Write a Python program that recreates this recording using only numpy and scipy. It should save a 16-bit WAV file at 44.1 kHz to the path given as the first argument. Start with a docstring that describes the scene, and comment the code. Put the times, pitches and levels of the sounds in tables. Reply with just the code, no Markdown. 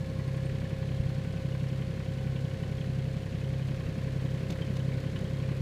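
"""Mini excavator idling

A three-cylinder diesel, with the microphone at the driver's seat. Exhaust pulses throb and beat
against the cooling fan, the hydraulic pump whines, combustion knock and valves clatter. The shaking
sets cab panels drumming and loose parts clinking; a few soft bumps and scuffs sound close by."""
import sys
import numpy as np
from scipy import signal
from scipy.fft import rfft, irfft
from scipy.io import wavfile
from scipy.ndimage import map_coordinates

SR = 44100
rng = np.random.default_rng(int(sys.argv[2]) if len(sys.argv) > 2 else 0)


def bounce(signal):
    """Save signal as a 16-bit WAV file at the path given by the first command-line argument."""
    frames = np.transpose(np.atleast_2d(signal))
    limited = np.clip(frames, -1, 1)
    pcm = np.round(limited * 32767).astype(np.int16)
    wavfile.write(sys.argv[1], SR, pcm)


N = 247401
CYCLE_HZ = 11.078  # one engine cycle is two crank turns with three firings


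def from_db(db):
    """Decibels to gain."""
    return 10 ** (np.asarray(db) / 20)


def unit_rms(x):
    """Scale to unit power."""
    return x / np.sqrt(np.mean(x ** 2) + 1e-20)


def seconds():
    """Time of every sample."""
    return np.arange(N) / SR


def drift(rate_hz):
    """A smooth random wander of rms 1 that changes about rate_hz times a second."""
    knots = rng.standard_normal(4000)
    return unit_rms(map_coordinates(knots, [seconds() * rate_hz + 2], order=3, mode="wrap"))


def swell(at_s, width_s):
    """A bell-shaped rise to 1 and fall."""
    return np.exp(-.5 * ((seconds() - at_s) / width_s) ** 2)


def colour(x, spectrum):
    """Shape x by a spectrum drawn on a log-frequency axis; rms 1."""
    hz, db = np.transpose(spectrum)
    f = np.maximum(np.fft.rfftfreq(N, 1 / SR), 1)
    gain = from_db(np.interp(np.log(f), np.log(hz), db))
    skirts = np.minimum(f / hz[0], 1) ** 2 * np.minimum(hz[-1] / f, 1) ** 2
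    return unit_rms(irfft(rfft(x) * gain * skirts, N))


def blows(cycle, contacts, rise_s, decay_s, scatter_db, wash, alike):
    """Contacts recur each cycle and die away as noise, partly alike every time, over a steady wash."""
    power = np.full(N, wash ** 2)
    for share, db in contacts:
        turn, since = np.divmod(cycle - share + 2, 1)
        strength = from_db(db + scatter_db * rng.uniform(-1.13, 1, size=128))[turn.astype(int)]
        age_s = since / CYCLE_HZ
        power += (strength * (1 - np.exp(-age_s / rise_s)) * np.exp(-age_s / decay_s)) ** 2
    period = round(SR / CYCLE_HZ)
    repeating = rng.standard_normal(period)[(cycle * period).astype(int) % period]
    fresh = rng.standard_normal(N)
    return np.sqrt(power) * (np.sqrt(alike) * repeating + np.sqrt(1 - alike) * fresh)


def lean(nearest_s, approach_s, retreat_s):
    """How far the microphone leans down towards the side console, 0-1."""
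    return swell(nearest_s, np.where(seconds() < nearest_s, approach_s, retreat_s))


STRONG_PULSE_SHARE = .123  # how far into the cycle the strongest exhaust pulse leaves
# Exhaust note at the seat: order (multiple of the cycle rate), relative_db
EXHAUST_ORDERS = [(3, -18), (6, -6), (9, -2), (12, 2.5), (13, -18), (14, -8.5), (15, -6.5), (16, -38),
                  (18, -25.5), (19, -22.5), (20, -16), (23, -19)]

def exhaust(cycle, level_db, uneven_db):
    """All orders peak together at the strong cylinder's pulse; no two firings are quite equal."""
    angle = 2 * np.pi * (cycle - STRONG_PULSE_SHARE)
    note = sum(-from_db(db) * np.cos(order * angle) for order, db in EXHAUST_ORDERS)
    return from_db(level_db + uneven_db * drift(24.9)) * unit_rms(note)


def fan(cycle, level_db, slip_hz, in_step_s):
    """The belt-driven blade tone slips past the strongest exhaust order, so the hum swells and sinks."""
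    blade_passes = 12 * (cycle - STRONG_PULSE_SHARE) - slip_hz * (seconds() - in_step_s)
    return -from_db(level_db) * np.sqrt(2) * np.cos(2 * np.pi * blade_passes)


# Tones of the hydraulic pump: order, relative_db
PUMP_ORDERS = [(48, 0), (54, -22.5), (91, -26), (96, -20.5), (198, -25), (391, -27)]
# Its main tone at the seat: time_s, level_db
PUMP_LEVELS = [(0.15, -47.5), (3.28, -51.5), (5.5, -49)]

def pump(cycle, flutter_db, weak_flutter_db, surge):
    """The pump whines; its shaft speeds up at each firing and the weak tones flutter most."""
    main_order = PUMP_ORDERS[0][0]
    shaft = cycle + surge / main_order * np.sin(2 * np.pi * 3 * cycle)
    whine = np.zeros(N)
    for order, db in PUMP_ORDERS:
        waver_db = flutter_db * drift(21.94) + weak_flutter_db * drift(40) * (order != main_order)
        whine += from_db(db + waver_db) * np.cos(2 * np.pi * (order * shaft + rng.random()))
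    level_db = np.interp(seconds(), *np.transpose(PUMP_LEVELS))
    return from_db(level_db) * np.sqrt(2) * whine


# Gear tones that come and go as the microphone moves in the cab: peak_s, width_s, order, level_db
GEAR_TONES = [(.1, 0.35, 97, -64.5), (.3, 0.89, 154, -63), (.7, 0.75, 70, -64.5), (1.3, 0.19, 136, -63.5),
              (2.4, 0.42, 136, -63.5), (2.445, 0.49, 70, -64.5), (3.3, .6, 64, -63),
              (4.195, 0.31, 154, -67), (4.9, .6, 136, -66)]

def gears(cycle, backlash_rad):
    """Faint meshing tones, roughened by play between the teeth."""
    tones = np.zeros(N)
    for peak_s, width_s, order, db in GEAR_TONES:
        phase = 2 * np.pi * order * cycle + backlash_rad * drift(60)
        tones += from_db(db) * swell(peak_s, width_s) * np.cos(phase)
    return np.sqrt(2) * tones


# Exhaust puffs reaching the cab: cycle_share, relative_db
EXHAUST_PUFFS = [(0.064, 2.5), (.4, 1), (0.732, 0.5)]
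# The cab's boom, from inside: frequency_hz, relative_db
CAB_SPECTRUM = [(28, -9), (48, -7.5), (75, -5), (105, -3.5), (150, 3.5), (200, -3.5), (240, -21.5),
                (310, -19.5), (385, -11), (470, -13), (600, -23.5), (770, -20.5), (950, -32)]

def cab_boom(cycle, level_db):
    """Each exhaust puff sets the cab booming."""
    puffs = blows(cycle, EXHAUST_PUFFS, rise_s=.0032, decay_s=.0059, scatter_db=3.5, wash=.41, alike=.11)
    return from_db(level_db) * colour(puffs, CAB_SPECTRUM)


# Shocks to the panels: cycle_share, relative_db
PANEL_SHOCKS = [(0.043, -2.5), (.14, -6), (0.366, -4.5), (.46, -6.5), (.765, -5.5), (0.849, -9), (0.952, 0)]
# Panels around the seat: frequency_hz, relative_db
PANEL_SPECTRUM = [(140, -11.5), (190, 9), (225, 4), (290, -3), (370, -3.5), (520, -4), (600, -9),
                  (680, -13.5), (850, -41), (1500, -34)]

def cab_panels(cycle, level_db):
    """The engine's shaking drums on the cab panels."""
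    shocks = blows(cycle, PANEL_SHOCKS, rise_s=.00057, decay_s=.0085, scatter_db=3, wash=.4, alike=.33)
    return from_db(level_db) * colour(shocks, PANEL_SPECTRUM)


# The three firings: cycle_share, relative_db
FIRINGS = [(0.144, 7.5), (.475, 4.5), (.805, 7.5)]
# Engine block, from the seat: frequency_hz, relative_db
BLOCK_SPECTRUM = [(400, 5), (750, -14), (900, -0.5), (1080, 3), (1280, -4.5), (1650, 3), (2200, 0),
                  (3100, -8.5), (4200, -11), (6000, -28.5), (15000, -30)]

def combustion_knock(cycle, level_db):
    """Each firing knocks on the engine block."""
    knocks = blows(cycle, FIRINGS, rise_s=.0022, decay_s=.01, scatter_db=6, wash=.96, alike=.39)
    return from_db(level_db) * colour(knocks, BLOCK_SPECTRUM)


# Valve and injector ticks: cycle_share, relative_db
VALVE_TICKS = [(0.089, 1.5), (.26, -6.5), (.485, -0.5), (.66, 0), (0.717, 0), (0.793, -4), (.92, -8.5)]
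# Cylinder head, from the seat: frequency_hz, relative_db
HEAD_SPECTRUM = [(1000, -4.5), (2500, 0), (4200, -0.5), (5400, -6.5), (6600, -7.5), (8500, -12.5),
                 (9500, -15.5), (10600, -15), (12500, -20.5), (15500, -21)]

def valves(cycle, level_db):
    """Valves and injectors tick sharply through the cylinder head."""
    ticks = blows(cycle, VALVE_TICKS, rise_s=.0001, decay_s=.0055, scatter_db=2, wash=.65, alike=.26)
    return from_db(level_db) * colour(ticks, HEAD_SPECTRUM)


def ring(x, hz, t60_s):
    """One damped mode: a unit click sets a sine of height 1 ringing."""
    radius = from_db(-60 / (t60_s * SR))
    step = 2 * np.pi * hz / SR
    return signal.lfilter([0, np.sin(step)], [1, -2 * radius * np.cos(step), radius ** 2], x + 1e-18)


# Modes of a thin cover: pitch_hz, relative_db, t60_s
COVER_MODES = [(2070, -1.5, 0.025), (2160, -0.5, 0.012), (2520, -1.5, 0.052), (2706, -1, 0.037),
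               (2996, 1, 0.041), (3237, 0.5, 0.037)]

def cover_buzz(cycle, level_db, swing_db, fade_in_s):
    """Firings shake a thin cover; each of its modes answers by chance."""
    buzz = np.zeros(N)
    for hz, db, t60_s in COVER_MODES:
        touches = blows(cycle, FIRINGS, rise_s=.0003, decay_s=.005, scatter_db=6, wash=.3, alike=0)
        buzz += from_db(db) * unit_rms(ring(touches, hz, t60_s))
    fade_in = np.minimum(seconds() / fade_in_s, 1) ** 2
    return fade_in * from_db(level_db - swing_db * drift(3.1)) * unit_rms(buzz)


def pings(start_s, count, first_db, growth_db, pitch_hz):
    """Light taps ring a small metal part, a cycle apart and each a little harder."""
    taps, index = np.zeros(N), np.arange(count)
    times_s = start_s + index / CYCLE_HZ
    taps[(times_s * SR).astype(int)] = from_db(first_db + growth_db * index)
    return ring(taps, pitch_hz, t60_s=.06)


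# A loose part clinking: start_s, relative_db, pitch_hz
LOOSE_CLINKS = [(0.4953, -41, 2080), (0.6474, -41, 1800), (1.3685, -41, 2570), (1.522, -43.5, 2930),
                (2.3595, -42.5, 3000), (2.812, -43, 3080), (3.8638, -43, 2710), (4.6175, -37.5, 3090),
                (4.797, -42.5, 3020), (4.9182, -41, 2230), (5.1607, -38.5, 3000), (5.4282, -42, 2420)]

def clinks(gain_db, chatter_s):
    """Each clink is a brief gritty chatter of contacts into three close, well damped modes."""
    out, t = np.zeros(N), seconds()[:SR // 10]
    for start_s, db, hz in LOOSE_CLINKS:
        chatter = rng.standard_normal(len(t)) * np.exp(-t / chatter_s)
        side_modes = .3 * ring(chatter, hz * .9, .015) + .4 * ring(chatter, hz * 1.07, .015)
        tone = ring(chatter, hz, .035) + side_modes
        clink = from_db(db + gain_db) * tone / np.abs(tone).max()
        at = round(start_s * SR)
        out[at:at + len(t)] += clink[:N - at]
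    return out


# Soft bumps close to the microphone: peak_s, relative_db
CLOSE_BUMPS = [(1.004, -36.5), (1.065, -42), (3.863, -45)]

def bumps(gain_db, pitch_hz, width_s):
    """A soft push gives one or two slow swings of pressure."""
    out = np.zeros(N)
    for peak_s, db in CLOSE_BUMPS:
        swing = -np.cos(2 * np.pi * pitch_hz * (seconds() - peak_s))
        out += from_db(db + gain_db) * swell(peak_s, width_s) * swing
    return out


# Scuffs close to the microphone: peak_s, rasp_relative_db, body_relative_db, width_s
CLOSE_SCUFFS = [(4.506, -42.5, -38, 0.0036), (4.525, -51, -41.5, 0.0063), (4.77, -43, -38, 0.0031),
                (5.004, -47.5, -62, 0.0011), (5.191, -46.5, -60, .0015)]

def scuffs(gain_db, grain_db):
    """Short grainy rubs: a bright rasp over a dull knock."""
    grains = rng.standard_normal(N) * from_db(grain_db * drift(626.8))
    rasp = colour(grains, [(1000, -1), (2400, 6.5), (3800, 7), (6500, 1.5), (9000, -9), (15000, -14)])
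    body = colour(rng.standard_normal(N), [(250, 4), (600, -5), (1500, -21)])
    out = np.zeros(N)
    for peak_s, rasp_db, body_db, width_s in CLOSE_SCUFFS:
        out += swell(peak_s, width_s) * (from_db(rasp_db) * rasp + from_db(body_db) * body)
    return from_db(gain_db) * out


def scene():
    """One crank angle drives the machine; panels and clatter grow as the microphone leans in."""
    cycle = CYCLE_HZ * seconds() + .0008 * drift(6)  # engine cycles elapsed
    near = lean(nearest_s=4.67, approach_s=.58, retreat_s=.97)
    cab = cab_boom(cycle, level_db=-41.5) + cab_panels(cycle, level_db=-45 + 3 * near)
    clatter = combustion_knock(cycle, level_db=-54.5 + 2 * near)
    clatter += valves(cycle, level_db=-57 + .9 * near)
    hum = exhaust(cycle, level_db=-33, uneven_db=.18)
    hum += fan(cycle, level_db=-43, slip_hz=1.555, in_step_s=.387)
    whine = pump(cycle, flutter_db=1, weak_flutter_db=2, surge=.012) + gears(cycle, backlash_rad=.59)
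    loose = cover_buzz(cycle, level_db=-61, swing_db=.5, fade_in_s=.55)
    loose += pings(start_s=.184, count=4, first_db=-64, growth_db=3, pitch_hz=8720)
    loose += clinks(gain_db=-1, chatter_s=.009)
    nearby = bumps(gain_db=11.5, pitch_hz=72, width_s=.0042) + scuffs(gain_db=-1.5, grain_db=2.5)
    return (hum + whine + cab + clatter + loose + nearby)[None]


def record(dry):
    """One microphone at the seat, its top end cut steeply."""
    cutoff_hz = 15300
    return signal.sosfilt(signal.ellip(12, .1, 80, cutoff_hz, fs=SR, output="sos"), dry)


dry = scene()
out = record(dry)
bounce(out)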